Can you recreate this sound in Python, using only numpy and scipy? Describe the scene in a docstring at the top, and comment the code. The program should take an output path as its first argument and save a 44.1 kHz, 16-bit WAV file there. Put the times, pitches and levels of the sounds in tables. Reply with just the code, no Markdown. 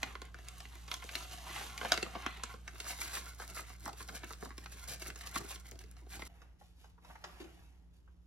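"""A stiff paper packet is opened and shaken out over a glass bowl in a small kitchen.
Creases snap, walls rustle and the foil lining ticks; the dry mix slides out in surges and soft thuds.
At 6.28 s the scene cuts to a quieter spot in the room: a small carton is handled and lifted with
a hollow bump. An appliance motor hums throughout.
Friction and flow are filtered grain impacts; snaps and taps are noise bursts through resonances."""
import sys
import numpy as np
from scipy import signal
from scipy.fft import rfft, irfft, next_fast_len
from scipy.io import wavfile
from scipy.ndimage import uniform_filter1d, map_coordinates

SR = 44100
rng = np.random.default_rng(int(sys.argv[2]) if len(sys.argv) > 2 else 0)


def bounce(signal):
    """Save signal as a 16-bit WAV file at the path given by the first command-line argument."""
    frames = np.transpose(np.atleast_2d(signal))
    limited = np.clip(frames, -1, 1)
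    pcm = np.round(limited * 32767).astype(np.int16)
    wavfile.write(sys.argv[1], SR, pcm)


N = 364574
TIME = np.arange(N) / SR
CUT_S = 6.28

# room noise spectrum (frequency [Hz], level [dB])
ROOM_TONE = [(20, -10), (45, -0.5), (80, 3.5), (120, 2), (190, -13), (280, -8), (500, -19.5), (1300, -26.5),
             (2500, -35), (8000, -48.5), (16000, -60.5)]
# motor and mains tones at the bowl, at the carton (frequency [Hz], level [dB])
NEAR_HUM = [(59.2, -53), (119.9, -72), (174.3, -75), (177.7, -72.5)]
FAR_HUM = [(59.2, -60.5), (174.3, -79.5), (177.6, -74.5)]
# microphone response to sound from the counter (frequency [Hz], gain [dB])
MIC_RESPONSE = [(100, 14.5), (270, -5), (400, -1.5), (570, -4), (715, 4.5), (880, -3), (1080, -1),
                (1400, -2), (1750, -2.5), (2150, -1), (2400, -1), (4000, 3), (8000, -1.5), (12000, -7.5),
                (16000, -4)]
# left port lag: packet upright, packet tipped, carton (frequency [Hz], phase [rad])
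LAG_UPRIGHT = [(300, 0), (1380, 0), (1640, .9), (3190, .4), (4740, 1), (6290, .2), (7600, 3.5), (9560, 2.9),
               (10900, 0), (12300, 0), (13200, -2.9), (15100, -3.3), (16400, -4.7)]
LAG_TIPPED = [(300, 0), (2070, .6), (2500, 1.6), (3700, .4), (4570, 2.1), (5860, .8), (7150, 3.8),
              (9560, 2.9), (10900, 0), (12300, 0), (13200, -2.9), (15100, -3.2), (16400, -6.4)]
LAG_CARTON = [(0, 0), (2240, 1.9), (4200, 3.4), (5430, 5.5), (6460, 5.3), (8350, 3.1), (9470, 3.2),
              (10700, 0), (12300, 0), (13300, -3), (15300, -3.2)]

# hand and sleeve on the carton (time [s], rise [s], fall [s], rub [dB], hiss [dB])
SLIDES = [(6.36, 0.073, 0.09, -64.5, -76.5), (6.61, 0.015, 0.08, -75.5, -67.5),
          (6.821, 0.034, 0.058, -71, -65), (7.091, 0.043, 0.069, -60.5, -64), (7.285, 0.055, 0.1, -59, -66),
          (7.41, 0.038, 0.044, -55.5, -65), (7.501, 0.049, 0.16, -63.5, -69),
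          (7.96, 0.027, 0.031, -80.5, -73)]
# card friction spectra (frequency [Hz], level [dB])
CARTON_RUB = [(150, 10), (350, 5), (550, 2.5), (750, 9), (1100, 0.5), (1450, 1), (2000, 1.5), (2800, -1.5),
              (4500, -12)]
CARTON_HISS = [(1500, -11), (2800, -1.5), (4500, -4), (7000, -5), (10000, -6), (16000, -11.5)]
# fingers tapping the carton (time [s], panel [dB], panel [Hz], scratch [dB])
TAPS = [(6.415, -56.5, 960, -63.5), (6.6105, -57, 783, -85), (6.841, -56, 837, -68),
        (6.977, -61, 935, -93.5), (7.0454, -55.5, 990, -62.5), (7.097, -53.5, 990, -78),
        (7.153, -51, 1430, -66), (7.2387, -42, 1280, -45.5), (8.0743, -64, 1165, -85.5)]
# carton bumps on lifting (time [s], level [dB], pitch [Hz])
BUMPS = [(7.403, -38, 367), (7.4142, -40.5, 306), (7.4419, -44.5, 355)]

# resonances of the half-open pouch, of its side panels (centre [Hz], width [Hz], gain [dB])
POUCH_MODES = [(382, 370, -2.5), (722, 60, -7), (834, 56, -9.5), (1075, 98, -2), (1400, 200, -6.5),
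               (2050, 49, -4), (2520, 140, -13.5)]
PANEL_MODES = [(458, 220, -15), (690, 220, -12), (1030, 140, -6), (1450, 250, 1), (2096, 300, -1.5)]
# spectra: rubbed paper, powder, scraping walls, buckling walls (frequency [Hz], level [dB])
PAPER_HISS = [(1500, -19.5), (2800, -1.5), (4000, -7), (5500, -8.5), (8000, 1), (10000, -4.5),
              (12500, -1.5), (16000, -19.5)]
POWDER_HISS = [(1500, -5), (2800, -19.5), (4000, -5), (6000, -2), (8000, 3.5), (10000, 0.5), (12500, 2),
               (16000, -13)]
SCRAPE_SPECTRUM = [(1200, -35), (1750, 11), (2600, 8), (3300, 3), (4300, 1), (5200, -30), (9000, -47)]
BUCKLE_SPECTRUM = [(170, -15.5), (260, -1), (370, 0.5), (520, -13.5), (900, -15.5), (2000, -38)]
# grip friction on the packet (time [s], level [dB])
GRIP = [(0, -90), (.32, -81), (.7, -64), (.85, -66), (1.1, -58), (1.75, -58.5), (2.1, -67), (2.48, -71),
        (2.62, -71.5), (2.73, -65.5), (2.82, -56), (3.17, -55), (3.37, -68.5), (3.6, -64), (3.78, -72),
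        (4.05, -67.5), (4.33, -64.5), (4.39, -70), (4.48, -67), (4.54, -71), (4.7, -68), (4.9, -67.5),
        (5.14, -67), (5.3, -59.5), (5.55, -61), (5.63, -72), (5.85, -73), (6.05, -76)]
# fingers squeezing the packet open (time [s], rise [s], rustle [dB], hiss [dB])
RUBS = [(.03, 0.065, -54, -57.5), (0.243, 0.032, -61.5, -68), (.47, 0.087, -61, -61.5),
        (.6, 0.033, -74, -61), (.93, 0.019, -53, -48.5), (1.176, 0.04, -53.5, -49.5),
        (1.331, 0.014, -50.5, -49.5), (1.511, 0.066, -52.5, -51.5), (1.605, 0.053, -48.5, -48.5),
        (1.89, 0.081, -46.5, -50.5), (2.2, 0.11, -52.5, -59), (2.505, 0.025, -56, -58.5)]
# shakes throwing the mix (time [s], rise [s], mix [dB], walls [dB])
SHAKES = [(2.897, 0.024, -45.5, -71), (3.024, 0.024, -45, -57.5), (3.08, 0.018, -50, -73),
          (3.157, 0.025, -43, -60), (3.28, 0.028, -54.5, -76), (3.42, 0.023, -53.5, -74),
          (3.5, 0.022, -56, -63), (3.581, .024, -49.5, -61), (3.703, 0.029, -58.5, -71),
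          (3.86, 0.031, -56.5, -51), (4.003, 0.025, -53.5, -64), (4.095, 0.019, -60, -55),
          (4.126, 0.0041, -59, -63), (4.159, 0.012, -48, -71), (4.237, .012, -66, -57.5),
          (4.305, 0.026, -57.5, -67), (4.445, 0.029, -57, -53.5), (4.612, .014, -65, -70),
          (4.643, 0.0044, -57, -80), (4.731, 0.012, -54, -64), (4.78, 0.028, -57.5, -82),
          (4.84, 0.017, -58, -84), (4.89, 0.0089, -47, -54.5), (4.925, .02, -46, -61),
          (5.018, 0.016, -51, -71), (5.075, 0.017, -50.5, -56), (5.21, 0.036, -56.5, -76),
          (5.271, 0.0094, -50.5, -68), (5.357, 0.013, -43.5, -59), (5.378, 0.0067, -45, -54),
          (5.445, 0.025, -61, -72), (5.51, 0.017, -46.5, -65), (5.607, 0.0062, -63, -87),
          (5.659, 0.007, -60, -86), (5.686, 0.0095, -60, -84), (5.81, .008, -57, -81),
          (5.988, 0.013, -68.5, -87), (6.139, 0.023, -50, -62), (6.216, 0.016, -56.5, -66),
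          (6.269, 0.016, -55.5, -70)]
# walls scraping, walls buckling (time [s], rise [s], fall [s], level [dB])
SCRAPES = [(2.278, 0.019, 0.098, -57), (2.45, 0.02, 0.023, -55.5)]
BUCKLES = [(.055, .01, 0.029, -55), (2.38, 0.01, 0.016, -61), (2.745, 0.0088, 0.013, -58),
           (3.235, 0.014, 0.016, -66), (4.14, .016, 0.013, -53), (5.41, 0.0084, 0.013, -49),
           (5.448, .008, 0.01, -52), (5.73, 0.0089, 0.022, -56.5), (6.025, 0.0072, 0.022, -61.5),
           (6.165, 0.014, 0.016, -53.5)]
# foil lining ticks (time [s], level [dB])
FOIL_TICKS = [(.2154, -64), (0.253, -59), (0.486, -47), (.583, -52.5), (.754, -58), (0.9407, -47),
              (1.0405, -53), (1.157, -43.5), (2.222, -56), (2.372, -58), (2.454, -56), (2.801, -48),
              (3.348, -56), (3.3883, -58), (3.4152, -59), (3.5469, -55), (3.798, -58), (3.8562, -45.5),
              (3.8786, -48), (3.98, -56), (4.0073, -53), (4.0777, -55), (4.244, -50.5), (4.8815, -60),
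              (5.071, -45), (5.093, -62), (5.268, -55), (5.358, -47), (5.7127, -49.5), (5.913, -55)]
# clumps landing (time [s], level [dB], pitch [Hz], pouch [dB])
THUDS = [(2.866, -34.5, 1330, -55), (3.144, -37, 1430, -60), (3.171, -28.5, 1510, -51),
         (3.264, -38, 1580, -67), (3.4, -32, 1270, -50), (3.421, -31, 1450, -54), (3.439, -39, 1370, -64),
         (3.568, -32, 1500, -55), (3.594, -31.5, 1400, -68), (3.702, -43, 1190, -56),
         (3.861, -28, 1350, -43.5), (3.879, -28.5, 1060, -67), (4.006, -34, 1500, -54),
         (4.149, -42, 1440, -53), (4.307, -32.5, 1340, -50), (4.426, -32.5, 1370, -41),
         (4.457, -35.5, 1310, -62), (4.506, -34.5, 1560, -53), (5.413, -38.5, 1440, -48)]
# crease snaps (time [s], panel [dB], panel [Hz], pouch [dB], crack [dB], crack [Hz], length [s])
SNAPS = [(0.031, -37.5, 1510, -42.5, -38, 3400, 0.00067), (0.154, -45, 1300, -50, -59, 4000, 0.00086),
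         (.2182, -52, 1700, -48, -49.5, 4500, 0.0016), (0.3445, -50, 1620, -56, -58.5, 3800, 0.0013),
         (0.388, -57, 1550, -60, -63, 4000, 0.0042), (0.485, -56, 2100, -79, -50, 5500, 0.0015),
         (0.604, -56, 1670, -77, -49.5, 4800, 0.0026), (0.654, -54, 2070, -61, -78, 4000, 0.00078),
         (0.755, -61, 1760, -60, -59.5, 3980, 0.00087), (0.879, -54, 1490, -60, -53.5, 4000, .0094),
         (0.915, -41, 1820, -60, -40, 3900, .0028), (0.941, -48, 1720, -62, -40.5, 4540, 0.002),
         (1.021, -50.5, 1420, -72, -65, 4000, 0.0084), (1.041, -65, 1470, -50, -52, 4500, .0025),
         (1.091, -47, 2390, -75, -51.5, 3780, .0041), (1.154, -42.5, 2190, -50.5, -38.5, 3450, 0.00029),
         (1.56, -44.5, 1140, -64, -62, 4000, 0.0041), (1.778, -46.5, 2540, -56, -45, 4350, .0005),
         (1.814, -41, 950, -45, -58, 4000, 0.0014), (1.83, -47, 1010, -45.5, -57, 4000, 0.0039),
         (1.849, -37.5, 790, -50, -59, 4000, 0.0034), (1.857, -43, 745, -63, -58, 4000, 0.0019),
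         (1.92, -28.5, 1130, -41.5, -26, 4150, 0.0022), (1.9305, -38, 1008, -45.5, -39, 4000, .003),
         (1.9405, -39, 980, -55, -39, 4000, .003), (1.976, -39, 1810, -41, -39, 5900, .0021),
         (2.0284, -40, 1950, -36, -38, 4250, 0.0015), (2.064, -48.5, 1140, -51, -68, 4000, 0.0015),
         (2.151, -43.5, 1020, -46, -70, 4000, 0.0052), (2.159, -47, 845, -43, -68, 4000, 0.0049),
         (2.264, -35, 1400, -39, -44.5, 3130, 0.00053), (2.27, -47, 1170, -51.5, -65, 3200, .0025),
         (2.436, -43, 1270, -51.5, -38, 6100, 0.0022), (2.54, -54.5, 1260, -48.5, -60.5, 4000, 0.0018),
         (2.6783, -46, 1500, -68, -48.5, 4300, 0.0042), (2.756, -55.5, 1140, -62, -74, 4000, .0034),
         (2.803, -46.5, 1800, -55, -42, 3940, 0.0017), (3.9305, -60, 900, -55, -52.5, 6070, 0.0021),
         (4.087, -47.5, 1280, -60, -49, 4220, 0.0074), (4.234, -46.5, 1460, -49.5, -64, 3400, 0.0074),
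         (4.334, -57, 1170, -70, -53.5, 5000, .0007), (4.58, -53, 1760, -49, -48.5, 5400, .0035),
         (4.66, -48.5, 1480, -57.5, -56, 4560, 0.0016), (5.02, -56, 1830, -51.5, -47.5, 5500, .002),
         (5.061, -50, 1800, -52, -60, 4000, .003), (5.102, -47, 1440, -68, -53, 3420, 0.0022),
         (5.159, -54.5, 1430, -57.5, -49.5, 5500, .004), (5.21, -53, 1550, -77, -54, 4500, 0.0039),
         (5.272, -56, 2080, -58, -48, 4800, .0034), (5.3573, -39.5, 1410, -45, -62, 4000, 0.008),
         (5.3578, -38.5, 1310, -46, -57, 4000, .004), (5.559, -56, 1820, -59, -52, 3800, 0.0025),
         (5.718, -59.5, 2170, -52, -60, 4500, .0005), (5.756, -72, 900, -57, -62, 5030, .0033),
         (5.791, -70, 2470, -75, -51.5, 5060, 0.0019), (5.806, -67, 1020, -67, -78, 4000, .007),
         (5.839, -65, 1830, -58, -60.5, 4800, .0015), (5.967, -64, 1100, -78, -66, 4000, 0.0058),
         (6.066, -65.5, 800, -56, -77, 4000, 0.0055), (6.194, -55, 1500, -49.5, -57, 4000, 0.0024),
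         (6.221, -46, 1460, -47, -58, 3600, 0.0029)]


def undb(db):
    """Decibels to gain."""
    return 10 ** (np.asarray(db) / 20)


def unit(x):
    """Scale to rms 1."""
    return x / np.sqrt(np.mean(x ** 2))


def struck(x, db):
    """Set the rms level of the first 10 ms."""
    return x * undb(db) / np.sqrt(np.mean(x[:SR // 100] ** 2))


def add(track, time_s, x):
    """Mix x into the track at time_s."""
    i = max(int(time_s * SR), 0)
    track[i:i + len(x)] += x[:N - i]


def colour(x, spectrum):
    """Filter by a (frequency [Hz], gain [dB]) outline; roll off below its first point."""
    hz, db = np.transpose(spectrum)
    grid_hz = np.maximum(np.fft.rfftfreq(2 * N, 1 / SR), 1)
    gain = undb(np.interp(np.log(grid_hz), np.log(hz), db)) * np.minimum(grid_hz / hz[0], 1) ** 2
    size = next_fast_len(N + 4096)
    response = np.interp(np.fft.rfftfreq(size, 1 / SR), grid_hz, gain)
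    return irfft(rfft(x, size) * response, size)[..., :N]


def ring(x, hz, width_hz):
    """One resonance, unity gain at centre."""
    q = hz / min(width_hz, SR / 4)
    return signal.lfilter(*signal.iirpeak(min(hz, SR / 3), q, fs=SR), x)


def band(x, low_hz, high_hz, order=2):
    """Causal band-pass."""
    sos = signal.butter(order, [low_hz, min(high_hz, .45 * SR)], "band", fs=SR, output="sos")
    return signal.sosfilt(sos, x)


def walk(rate_hz):
    """Random drift, spread near 1."""
    knots = rng.standard_normal(4000)
    return 1.2 * np.interp(TIME * rate_hz, np.arange(len(knots)), knots)


def grains(per_s, spread_db, clump_db):
    """Tiny impacts in clumps: mostly weak, a few strong."""
    size = undb(spread_db * np.minimum(rng.exponential(size=N), 5))
    hits = (rng.random(N) < per_s / SR) * rng.choice([-1, 1], N)
    return hits * size * undb(clump_db * walk(rate_hz=140))


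def texture(spectrum, per_s, spread_db, clump_db):
    """Coloured grains at rms 1."""
    return unit(colour(grains(per_s, spread_db, clump_db), spectrum))


def burst(decay_s, rise_s, tail_db, tail_s):
    """A sheet gives way in ragged steps, then chatters as it settles."""
    t = TIME[:4096]
    steps = undb(2.5 * np.interp(t, np.linspace(0, t[-1], 64), rng.standard_normal(64)))
    shape = (1 - np.exp(-t / rise_s)) * (np.exp(-t / decay_s) + undb(tail_db) * np.exp(-t / tail_s))
    return rng.standard_normal(len(t)) * shape * steps


def strokes(rows):
    """Envelope of swells summed in power; rows are (time [s], rise [s], fall [s], level [dB])."""
    power = np.zeros(N)
    for time_s, rise_s, fall_s, db in rows:
        near = slice(*np.searchsorted(TIME, [time_s - 4 * rise_s, time_s + 4 * fall_s]))
        t = TIME[near] - time_s
        power[near] += undb(db) ** 2 * np.exp(-(t / np.where(t < 0, rise_s, fall_s)) ** 2)
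    return np.sqrt(power)


def motor(tones):
    """Appliance hum, wavering slightly in phase and level."""
    hum = sum(undb(db) * np.sqrt(2) * np.sin(2 * np.pi * hz * TIME + .068 * walk(rate_hz=3.8))
              for hz, db in tones)
    return hum * undb(.5 * walk(rate_hz=4.9))


def background(at_bowl):
    """Motor over room noise; both fainter at the carton, with a low rumble."""
    rumble = undb(-66) * unit(band(rng.standard_normal(N), 46, 72))
    hum = at_bowl * motor(NEAR_HUM) + (1 - at_bowl) * (motor(FAR_HUM) + rumble)
    mid, left, right = (unit(colour(rng.standard_normal(N), ROOM_TONE)) for _ in range(3))
    air = (mid + 1.95 * np.array([left, right])) * undb(-73.7 + 4.9 * at_bowl)
    return hum * undb([[-.8], [.7]]) + air


def kitchen(x, wet_db, t60_s, counter_db, patterns):
    """Counter and wall reflections; the patterns crossfade as the hands move."""
    out = np.zeros((2, N))
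    t = TIME[:SR // 2]
    walls = undb(wet_db) * 1000 ** (-t / t60_s) / np.sqrt(t60_s * SR / np.log(1000) / 2)
    counter = undb(counter_db) * np.exp(-t / .004) / np.sqrt(.002 * SR)
    place = TIME * 13
    for k in range(patterns):
        share = np.sqrt(np.clip(1 - abs((place - k + 1) % patterns - 1), 0, 1))
        noise = rng.standard_normal((3, len(t)))
        # long waves arrive partly alike at both ports
        field = band(noise[:2], 150, 7000) + .34 * band(noise[2], 120, 3200, order=1)
        response = field * (walls + counter) * (t > .0007)
        out += signal.fftconvolve((x * share)[None], response, axes=1)[:, :N]
    return out


def direct(x, lag):
    """Direct sound reaches the two microphone ports out of phase."""
    size = next_fast_len(N + SR)
    lag_rad = np.interp(np.fft.rfftfreq(size, 1 / SR), *np.transpose(lag))
    lead = np.exp(1j * lag_rad / 2)
    return irfft(rfft(x, size) * np.array([lead.conj(), lead]), size)[:, :N]


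def carton_slides():
    """Friction on card: sliding strokes over the floor of resting fingers."""
    rub = np.hypot(undb(-91.5), strokes((s, rise, fall, db) for s, rise, fall, db, _ in SLIDES))
    hiss = np.hypot(undb(-83), strokes((s, rise, fall, db) for s, rise, fall, _, db in SLIDES))
    return (rub * texture(CARTON_RUB, per_s=7000, spread_db=1, clump_db=2)
            + hiss * texture(CARTON_HISS, per_s=15000, spread_db=5.5, clump_db=0))


def carton_taps(scratch_hz=4900):
    """A finger rings the panel and the air in the box; the nail scratches."""
    out = np.zeros(N)
    for time_s, panel_db, panel_hz, scratch_db in TAPS:
        touch = burst(decay_s=.0055, rise_s=.003, tail_db=-16, tail_s=.014)
        panel = struck(band(ring(touch, panel_hz, .62 * panel_hz), 330, 1800), panel_db)
        scratch = struck(band(ring(touch, scratch_hz, 2 * scratch_hz), 2430, 6650), scratch_db)
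        hollow = struck(band(touch, 360, 400), panel_db - 24.5)
        add(out, time_s, panel + hollow + scratch)
    return out


def carton_bumps(rise_s=.0055):
    """The hollow box bumps and scuffs as it is lifted."""
    out = np.zeros(N)
    t = TIME[:4096]
    swell = (t / rise_s * np.exp(1 - t / rise_s)) ** 2
    for time_s, db, hz in BUMPS:
        add(out, time_s - .0015, undb(db) * swell * np.sin(2 * np.pi * hz * t))
        scuff = burst(decay_s=.0052, rise_s=.00078, tail_db=-18, tail_s=.017)
        add(out, time_s - .002, struck(band(scuff, 750, 3900, order=1), db - 14.5))
    return out


def pouch(x, size=1):
    """Air and walls of the packet ring, lower when opened wider."""
    return sum(undb(db) * ring(x, hz / size, width_hz) for hz, width_hz, db in POUCH_MODES)


def pouch_pop():
    """Pushed air in the pouch: a damped pop of random pitch."""
    push = burst(decay_s=.003, rise_s=.0012, tail_db=-22, tail_s=.011)
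    pitch_hz = 345 * 2 ** rng.uniform(-.2, .2)
    return band(ring(push, pitch_hz, 240), 200, 540)


def flexing(x, depth=.11):
    """The pouch opens and closes in the hand, so its resonances wander."""
    drift_samples = np.cumsum(depth * walk(rate_hz=11))
    return map_coordinates(x, [np.arange(N) + drift_samples], order=3, mode="wrap")


def bending(x, swing_db=2.5):
    """Bending walls swell and fade each band separately; output rms 1."""
    lows = [signal.sosfiltfilt(signal.butter(3, hz, fs=SR, output="sos"), x)
            for hz in (500, 850, 1250, 1800)]
    bands = np.diff([np.zeros(N), *lows, x], axis=0)
    return unit(sum(part * undb(swing_db * walk(rate_hz=24)) for part in bands))


def buckles():
    """Slack paper gives in a dull flutter."""
    return strokes(BUCKLES) * texture(BUCKLE_SPECTRUM, per_s=2000, spread_db=1, clump_db=1)


def scrapes():
    """The walls drag over each other in fine catches as the mouth is spread."""
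    return strokes(SCRAPES) * texture(SCRAPE_SPECTRUM, per_s=4500, spread_db=1, clump_db=1.5)


def foil_tick():
    """The lining flicks over in under a millisecond."""
    return band(burst(decay_s=.0004, rise_s=.0001, tail_db=-32, tail_s=.005), 3500, 13000, order=1)


def foil_ticks():
    """The lining ticks without moving a panel."""
    out = np.zeros(N)
    for time_s, db in FOIL_TICKS:
        add(out, time_s, struck(band(foil_tick(), 7000, 16000), db))
    return out


def thuds(flakes=7, scatter_s=.0077, lead_s=.02):
    """Clumps of mix land dead, with loose flakes just before and after."""
    out = np.zeros(N)
    for time_s, db, hz, pouch_db in THUDS:
        hits = np.zeros(SR // 10)
        late_s = np.clip(scatter_s * (rng.standard_normal(flakes) + .5), -lead_s, 2 * lead_s)
        flake_hits = undb(-6.5) * rng.uniform(.14, 1, flakes) * rng.choice([-1, 1], flakes)
        hits[((lead_s + late_s) * SR).astype(int)] = flake_hits
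        hits[int(lead_s * SR)] = 1  # the clump
        body = band(hits, .64 * hz, 1.29 * hz, order=3)
        scuff = band(rng.standard_normal(len(hits)), 2500, 9000) * uniform_filter1d(abs(body), 128)
        thud = (body + .597 * scuff) / abs(body).max()
        add(out, time_s - lead_s, undb(db - 1.5) * thud)
        add(out, time_s, struck(pouch_pop(), pouch_db - 2))
    return out


def crinkles(count=70, spread_db=1.5, crack_hz=4300, length_s=.002):
    """Rows as in SNAPS: small creases give at random, louder under a firmer grip."""
    chance = rng.random((count, 5))
    time_s = (np.arange(count) + chance[:, 0]) * CUT_S / count
    db = np.interp(time_s, *np.transpose(GRIP)) - 2.5
    panel_db, pouch_db, crack_db = db + spread_db * (2 * chance[:, 1:4].T - 1)
    panel_hz = 1000 * 2 ** chance[:, 4]
    rows = zip(time_s, panel_db, panel_hz, pouch_db - .5, crack_db + 3.5)
    return [(*row, crack_hz, length_s) for row in rows]


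def snaps(retune_octaves=.021):
    """A crease creaks under strain and flips: crack, foil tick, panel ring, pouch pop."""
    out = np.zeros(N)
    t = TIME[:SR // 100]
    strain = np.exp((t - t[-1]) / .0017)
    for time_s, panel_db, panel_hz, pouch_db, crack_db, crack_hz, length_s in SNAPS + crinkles():
        flip = burst(decay_s=.8 * length_s, rise_s=.45 * length_s, tail_db=-24, tail_s=.009)
        hollow = pouch(flip, size=2 ** (retune_octaves * rng.standard_normal()))
        panel = band(ring(flip, panel_hz, .51 * panel_hz) + hollow, .5 * panel_hz, 2700)
        split = burst(decay_s=.4 * length_s, rise_s=.25 * length_s, tail_db=-26, tail_s=.007)
        crack = band(ring(split, crack_hz, .9 * crack_hz), .7 * crack_hz, 2.5 * crack_hz)
        snap = struck(panel, panel_db) + struck(crack, crack_db - 7)
        add(out, time_s + .0003, struck(foil_tick(), crack_db - 4.5))
        add(out, time_s - .0004, snap + struck(pouch_pop(), pouch_db - 2.5))
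        creak = band(rng.standard_normal(len(t)), 620, 4600) * strain
        add(out, time_s - t[-1], struck(creak, max(panel_db, crack_db) - 15.5))
    return undb(1.5) * out


def handling(rub_fall_ratio=1.46, shake_fall_ratio=1.11, rebound_s=.019):
    """Envelopes of rustle, hiss, wall flex and moving mix; the walls spring back after each shake."""
    grip = undb(np.interp(TIME, *np.transpose(GRIP)))
    rubs = strokes((s, rise, rub_fall_ratio * rise, db) for s, rise, db, _ in RUBS)
    rub_hiss = strokes((s, rise, rub_fall_ratio * rise, db) for s, rise, _, db in RUBS)
    mix = strokes((s, rise, shake_fall_ratio * rise, db) for s, rise, db, _ in SHAKES)
    rebound = strokes((s + rebound_s, .022, .024, db) for s, _, _, db in SHAKES)
    rustle = np.hypot(grip, rubs)
    hiss = np.hypot(undb(3.5) * grip, rub_hiss)
    flex = np.sqrt((undb(-10.5) * rubs) ** 2 + rebound ** 2 + undb(-78.5) ** 2)
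    return rustle, hiss, flex, mix


def rustle_and_pour():
    """Paper rubs and flexes; shakes throw flakes at the panels and powder out of the mouth."""
    rustle, hiss, flex, mix = handling()
    fibres = grains(per_s=3200, spread_db=3, clump_db=2.5)
    paper = bending(band(flexing(pouch(fibres)) + .31 * fibres, 680, 2500))
    walls = unit(band(ring(grains(per_s=2200, spread_db=1.2, clump_db=1.5), 310, 320), 160, 580))
    flakes = grains(per_s=1100, spread_db=2.5, clump_db=2)
    panels = sum(undb(db) * ring(flakes, hz, width_hz) for hz, width_hz, db in PANEL_MODES)
    rattle = bending(band(flexing(panels, depth=.08) + .2 * flakes, 350, 2500))
    rubbed = texture(PAPER_HISS, per_s=4400, spread_db=3, clump_db=1)
    powder = texture(POWDER_HISS, per_s=5000, spread_db=3, clump_db=2.8)
    crumbs = texture(POWDER_HISS, per_s=420, spread_db=3.2, clump_db=3.5)
    # once tipped, the mix takes over from the paper, then thins to crumbs
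    pouring = np.interp(TIME, [2.65, 2.85], [.02, .8])
    empty = np.interp(TIME, [3.1, 3.6], [0, .7])
    stream = np.sqrt(1 - empty) * powder + np.sqrt(empty) * crumbs
    fine = np.sqrt(1 - pouring) * rubbed + np.sqrt(pouring) * stream
    fine *= np.hypot(hiss, undb(3.5) * mix)
    coarse = np.sqrt(1 - pouring) * rustle * paper
    coarse += rattle * np.hypot(np.sqrt(pouring) * rustle, undb(-2) * mix)
    # salt crystals tick on paper and glass
    salt = unit(band(grains(per_s=110, spread_db=3, clump_db=2), 5000, 15000, order=1))
    salt *= pouring * np.hypot(undb(-6) * hiss, undb(-11) * mix)
    return coarse + fine + walls * flex + salt


def scene():
    """Packet at the bowl, then the carton; stereo."""
    at_bowl = np.clip((CUT_S - TIME) / .006, 0, 1)
    tipped = np.interp(TIME, [2.55, 2.75], [0, 1])
    packet = snaps() + thuds() + foil_ticks() + scrapes() + buckles() + rustle_and_pour()
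    packet = colour(packet, MIC_RESPONSE)
    carton = carton_slides() + carton_taps() + carton_bumps()
    bowl = direct(packet * (1 - tipped), LAG_UPRIGHT) + direct(packet * tipped, LAG_TIPPED)
    bowl += kitchen(packet, wet_db=-9.5, t60_s=.28, counter_db=-5.5, patterns=10)
    box = direct(carton, LAG_CARTON)
    box += kitchen(carton, wet_db=-5.5, t60_s=.55, counter_db=-3, patterns=8)
    foreground = at_bowl * undb(.09) * bowl + (1 - at_bowl) * undb(-4) * box
    return foreground * undb([[-.3], [.3]]) + background(at_bowl)


def record(dry):
    """Steep low-pass at 16 kHz."""
    return signal.sosfilt(signal.ellip(8, .2, 70, 16000, fs=SR, output="sos"), dry)


dry = scene()
out = record(dry)
bounce(out)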